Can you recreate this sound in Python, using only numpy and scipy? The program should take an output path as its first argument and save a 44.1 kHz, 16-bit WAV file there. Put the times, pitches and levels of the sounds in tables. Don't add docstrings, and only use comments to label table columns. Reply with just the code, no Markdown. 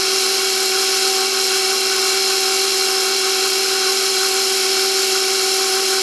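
import sys
import numpy as np
from scipy import signal
from scipy.fft import rfft, irfft, next_fast_len
from scipy.io import wavfile
from scipy.ndimage import map_coordinates

SR = 44100
rng = np.random.default_rng(int(sys.argv[2]) if len(sys.argv) > 2 else 0)


def dump_mix(stems):
    frames = np.atleast_2d(stems).T
    limited = np.clip(frames, -1, 1)
    pcm = np.round(limited * 32767).astype(np.int16)
    wavfile.write(sys.argv[1], SR, pcm)


N = 265482

# f/Hz, relative level/dB
AIR_SPECTRUM = [(15, -31), (30, -31), (55, -20.5), (160, -17), (230, -4.5), (300, -3.5), (360, 5),
                (440, 6.5), (490, 4.5), (545, -6.5), (640, 2), (780, 7), (950, -2.5), (3000, -46)]
# f/Hz, relative level/dB
GEARBOX_SPECTRUM = [(500, -23.5), (950, -12.5), (1100, 7.5), (1180, -1.5), (1270, 6), (1350, 5.5),
                    (1500, 9.5), (1650, -2.5), (1950, -9.5), (3000, -26)]
# cycles per turn of the gear wheel, level/dB, phase jitter/rad
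WHINE_TONES = [(8.86, -48, .5), (11, -49, .4), (13, -50, .4), (18.4, -52, .5), (19, -52, .5), (21, -52, .5),
               (28.9, -46, .4), (33, -45.5, .4), (58.8, -40, .5), (71.9, -36.5, .5), (85, -41, .7),
               (107.8, -31.2, .55), (137.2, -34, .9)]
# t/s, level change/dB
HIGH_WHINE_SWELL = [(0, 0.5), (1.0, 0), (1.3, 1.5), (3.2, 1.5), (4.2, -0.5), (6.02, -2)]
# t/s, level/dB
HUM_LEVEL = [(0, -26), (4.3, -25.5), (5.1, -24.5), (6.02, -24.8)]
# t/s, half width/s, level change/dB
HUM_OCTAVE_SWELLS = [(.1, .2, -2.5), (1.13, .13, 4), (1.33, .04, -4), (1.52, .06, -3), (3.31, .07, 3),
                     (3.53, .05, -4.5), (4.38, .06, 3), (5.75, .1, 3), (5.86, .025, -7)]
# f/Hz, level/dB
COIL_TONES = [(120, -70), (240, -47.5), (360, -44), (480, -58.5)]
# t/s, level change/dB
BRUSH_SWELL = [(0, -.1), (.4, 0), (.67, -0.5), (.92, 1), (1.3, -0.8), (1.53, 0.3), (1.7, -0.6), (2.15, 0),
               (2.6, -0.3), (3.0, -0.65), (4.1, -0.1), (4.6, 0.2), (6.02, -0.36)]
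# f/Hz, relative level/dB
RASP_SPECTRUM = [(900, -35), (1600, -7), (1950, -3), (2500, 0), (3100, -2), (3550, -2), (3950, 5),
                 (4400, 2.5), (5100, 4.5), (5800, 2), (6400, -1), (7500, -17), (10000, -40)]
# f/Hz, relative level/dB
HISS_SPECTRUM = [(4000, -27.5), (6000, 0), (6900, 1.5), (7600, 2), (8000, -1.5), (9500, -2.5),
                 (10500, -1.5), (11000, 0.5), (11550, -0.5), (11900, -10.5), (12600, -7.5), (13600, -13),
                 (14700, -47), (15200, -50)]
# f/Hz, width/Hz, level change/dB
HOUSING_RESONANCES = [(1960, 60, -4), (2290, 120, 4.5), (2440, 90, -4), (2540, 70, 4), (2680, 45, 4),
                      (2870, 30, 6), (3060, 60, 3), (3270, 130, 6), (3820, 110, -4), (4080, 130, 5),
                      (4210, 40, -5), (4300, 70, 5), (4440, 70, 5.5), (4680, 80, 3), (4790, 50, 3),
                      (4860, 50, -4), (5260, 240, 7), (5490, 40, 3), (5585, 35, 4), (5930, 50, 3),
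                      (6105, 60, 5), (6220, 110, -3), (6550, 35, 4), (6880, 60, 5), (7030, 90, 4),
                      (7350, 55, 6), (8300, 90, 3), (9330, 100, 4), (10000, 90, 3), (10800, 90, 3)]

HUM_HZ, ROTOR_TURNS_PER_WHEEL_TURN = 382.7, 5
# (rate/Hz, time of one peak/s)
SHAFT, HOOK, THROB = (6.378, .13), (2.205, .235), (5.235, .024)
TIME = np.arange(N) / SR


def amp(db):
    return 10 ** (np.asarray(db) / 20)


def unit(x):
    return x / np.sqrt(np.mean(x ** 2) + 1e-20)


def curve(rows):
    return np.interp(TIME, *np.transpose(rows))


def wobble(rate):
    points = rng.standard_normal(int(N * rate / SR) + 4)
    return map_coordinates(points, [TIME * rate])


def cycle(rate_hz, peak_s, lead_s=0):
    return np.cos(2 * np.pi * rate_hz * (TIME + lead_s - peak_s))


def load(shaft_db, hook_db):
    return shaft_db * cycle(*SHAFT) + hook_db * cycle(*HOOK)


def bumps(turns, count):
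    heights = rng.standard_normal(count)
    position = turns % 1 * count
    return unit(map_coordinates(heights - heights.mean(), [position], mode="grid-wrap", order=1))


def ring(x, spectrum, resonances=()):
    hz = np.fft.rfftfreq(2 * next_fast_len(N // 2 + 1), 1 / SR)
    points_hz, points_db = np.transpose(spectrum)
    db = np.interp(np.log(hz + 1), np.log(points_hz), points_db)
    for centre, width, lift in resonances:
        db = db + lift / (1 + (2 * (hz - centre) / width) ** 2)
    cepstrum = irfft(np.log(amp(db)))
    size = len(cepstrum)
    cepstrum[1:size // 2] *= 2
    cepstrum[size // 2 + 1:] = 0
    response = np.exp(rfft(cepstrum))
    return unit(irfft(rfft(x, size) * response)[:N])


def kitchen_echo(x, echo_db, fade_s):
    t = np.arange(SR // 4) / SR
    tail = rng.standard_normal(len(t)) * amp(-60 * t / fade_s) * (t > .002)
    echo = signal.fftconvolve(x, tail / np.linalg.norm(tail))[:N]
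    return (x + amp(echo_db) * echo) / np.hypot(1, amp(echo_db))


def cooling_fan(db):
    return amp(db) * ring(rng.standard_normal(N), AIR_SPECTRUM)


def gear_chatter(db, knocks_per_s, scatter_db, throb_db):
    surge_db = load(shaft_db=1.5, hook_db=.6) + throb_db * cycle(*THROB) + .55 * wobble(5)
    struck = rng.random(N) < knocks_per_s / SR
    strength = amp(scatter_db * rng.standard_normal(N))
    knocks = struck * strength * rng.choice([-1, 1], N)
    return amp(db + surge_db) * ring(knocks, GEARBOX_SPECTRUM)


def gear_whine(wheel_turns, high_above_hz=2000, high_sway=.5):
    wheel_hz = HUM_HZ / 2 / ROTOR_TURNS_PER_WHEEL_TURN
    steadier_turns = high_sway * wheel_turns + (1 - high_sway) * wheel_hz * TIME
    high_swell_db = curve(HIGH_WHINE_SWELL)
    tones = np.zeros(N)
    for multiple, db, jitter in WHINE_TONES:
        flutter_db = 1.6 * wobble(40)
        slack = jitter * wobble(45)
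        is_high = multiple * wheel_hz > high_above_hz
        turns, swell_db = (steadier_turns, high_swell_db) if is_high else (wheel_turns, 0)
        tones += amp(db + swell_db + flutter_db) * np.sin(2 * np.pi * multiple * turns + slack)
    return np.sqrt(2) * tones


def motor_speed(lead_s=.04):
    hook_hz, hook_peak_s = HOOK
    sag_hz = 1.8 * cycle(*SHAFT, lead_s) + .85 * cycle(*HOOK, lead_s)
    sag_hz += .6 * cycle(2 * hook_hz, hook_peak_s, -lead_s)
    wander_hz = wobble(18)
    return (HUM_HZ - sag_hz + wander_hz) / 2


def motor_hum(rotor_turns, octave_base_db):
    hum_db = curve(HUM_LEVEL) + load(shaft_db=.6, hook_db=.25) + .35 * wobble(16)
    swells_db = sum(db * np.exp(-((TIME - s) / width) ** 2) for s, width, db in HUM_OCTAVE_SWELLS)
    octave_db = octave_base_db + swells_db + load(shaft_db=.8, hook_db=1.3) + .9 * wobble(10)
    phase = 2 * np.pi * 2 * rotor_turns
    poles = amp(hum_db) * np.sin(phase) + amp(octave_db) * np.sin(2 * phase)
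    coils = np.zeros(N)
    for hz, db in COIL_TONES:
        coils += amp(db + .52 * wobble(17)) * np.sin(2 * np.pi * (hz * TIME + rng.random()))
    return np.sqrt(2) * (poles + coils)


def motor_brushes(rotor_turns, wheel_turns, rasp_db, hiss_db):
    pressure_db = unit(bumps(wheel_turns, count=40) + .3 * bumps(rotor_turns, count=8))
    swell_db = curve(BRUSH_SWELL) + .05 * cycle(*THROB)
    contact = amp(swell_db - .07 * wobble(7.1))
    scrape = rng.standard_normal(N) + .33 * bumps(wheel_turns, count=600)
    rasp = ring(scrape * contact * amp(pressure_db), RASP_SPECTRUM, HOUSING_RESONANCES)
    rocking_db = 1.2 * np.sin(2 * np.pi * wheel_turns)
    fine_scrape = rng.standard_normal(N) * contact
    flutter_db = .51 * pressure_db + rocking_db + .59 * wobble(16)
    hiss = ring(fine_scrape * amp(flutter_db), HISS_SPECTRUM, HOUSING_RESONANCES)
    return amp(rasp_db) * rasp + amp(hiss_db) * hiss


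def scene():
    rotor_turns = np.cumsum(motor_speed()) / SR
    wheel_turns = rotor_turns / ROTOR_TURNS_PER_WHEEL_TURN
    brushes = motor_brushes(rotor_turns, wheel_turns, rasp_db=-20.5, hiss_db=-25)
    whine = gear_whine(wheel_turns)
    chatter = gear_chatter(db=-30.5, knocks_per_s=2400, scatter_db=3.5, throb_db=1.4)
    hum = motor_hum(rotor_turns, octave_base_db=-33.5)
    brushes_in_room = kitchen_echo(brushes, echo_db=-13.5, fade_s=.22)
    return (cooling_fan(db=-37) + chatter + whine + hum + brushes_in_room)[None]


def record(dry, top_hz=15100):
    size = next_fast_len(N + SR // 2)
    heard = np.fft.rfftfreq(size, 1 / SR) < top_hz
    return irfft(rfft(dry, size) * heard, size)[..., :N]


dry = scene()
out = record(dry)
dump_mix(out)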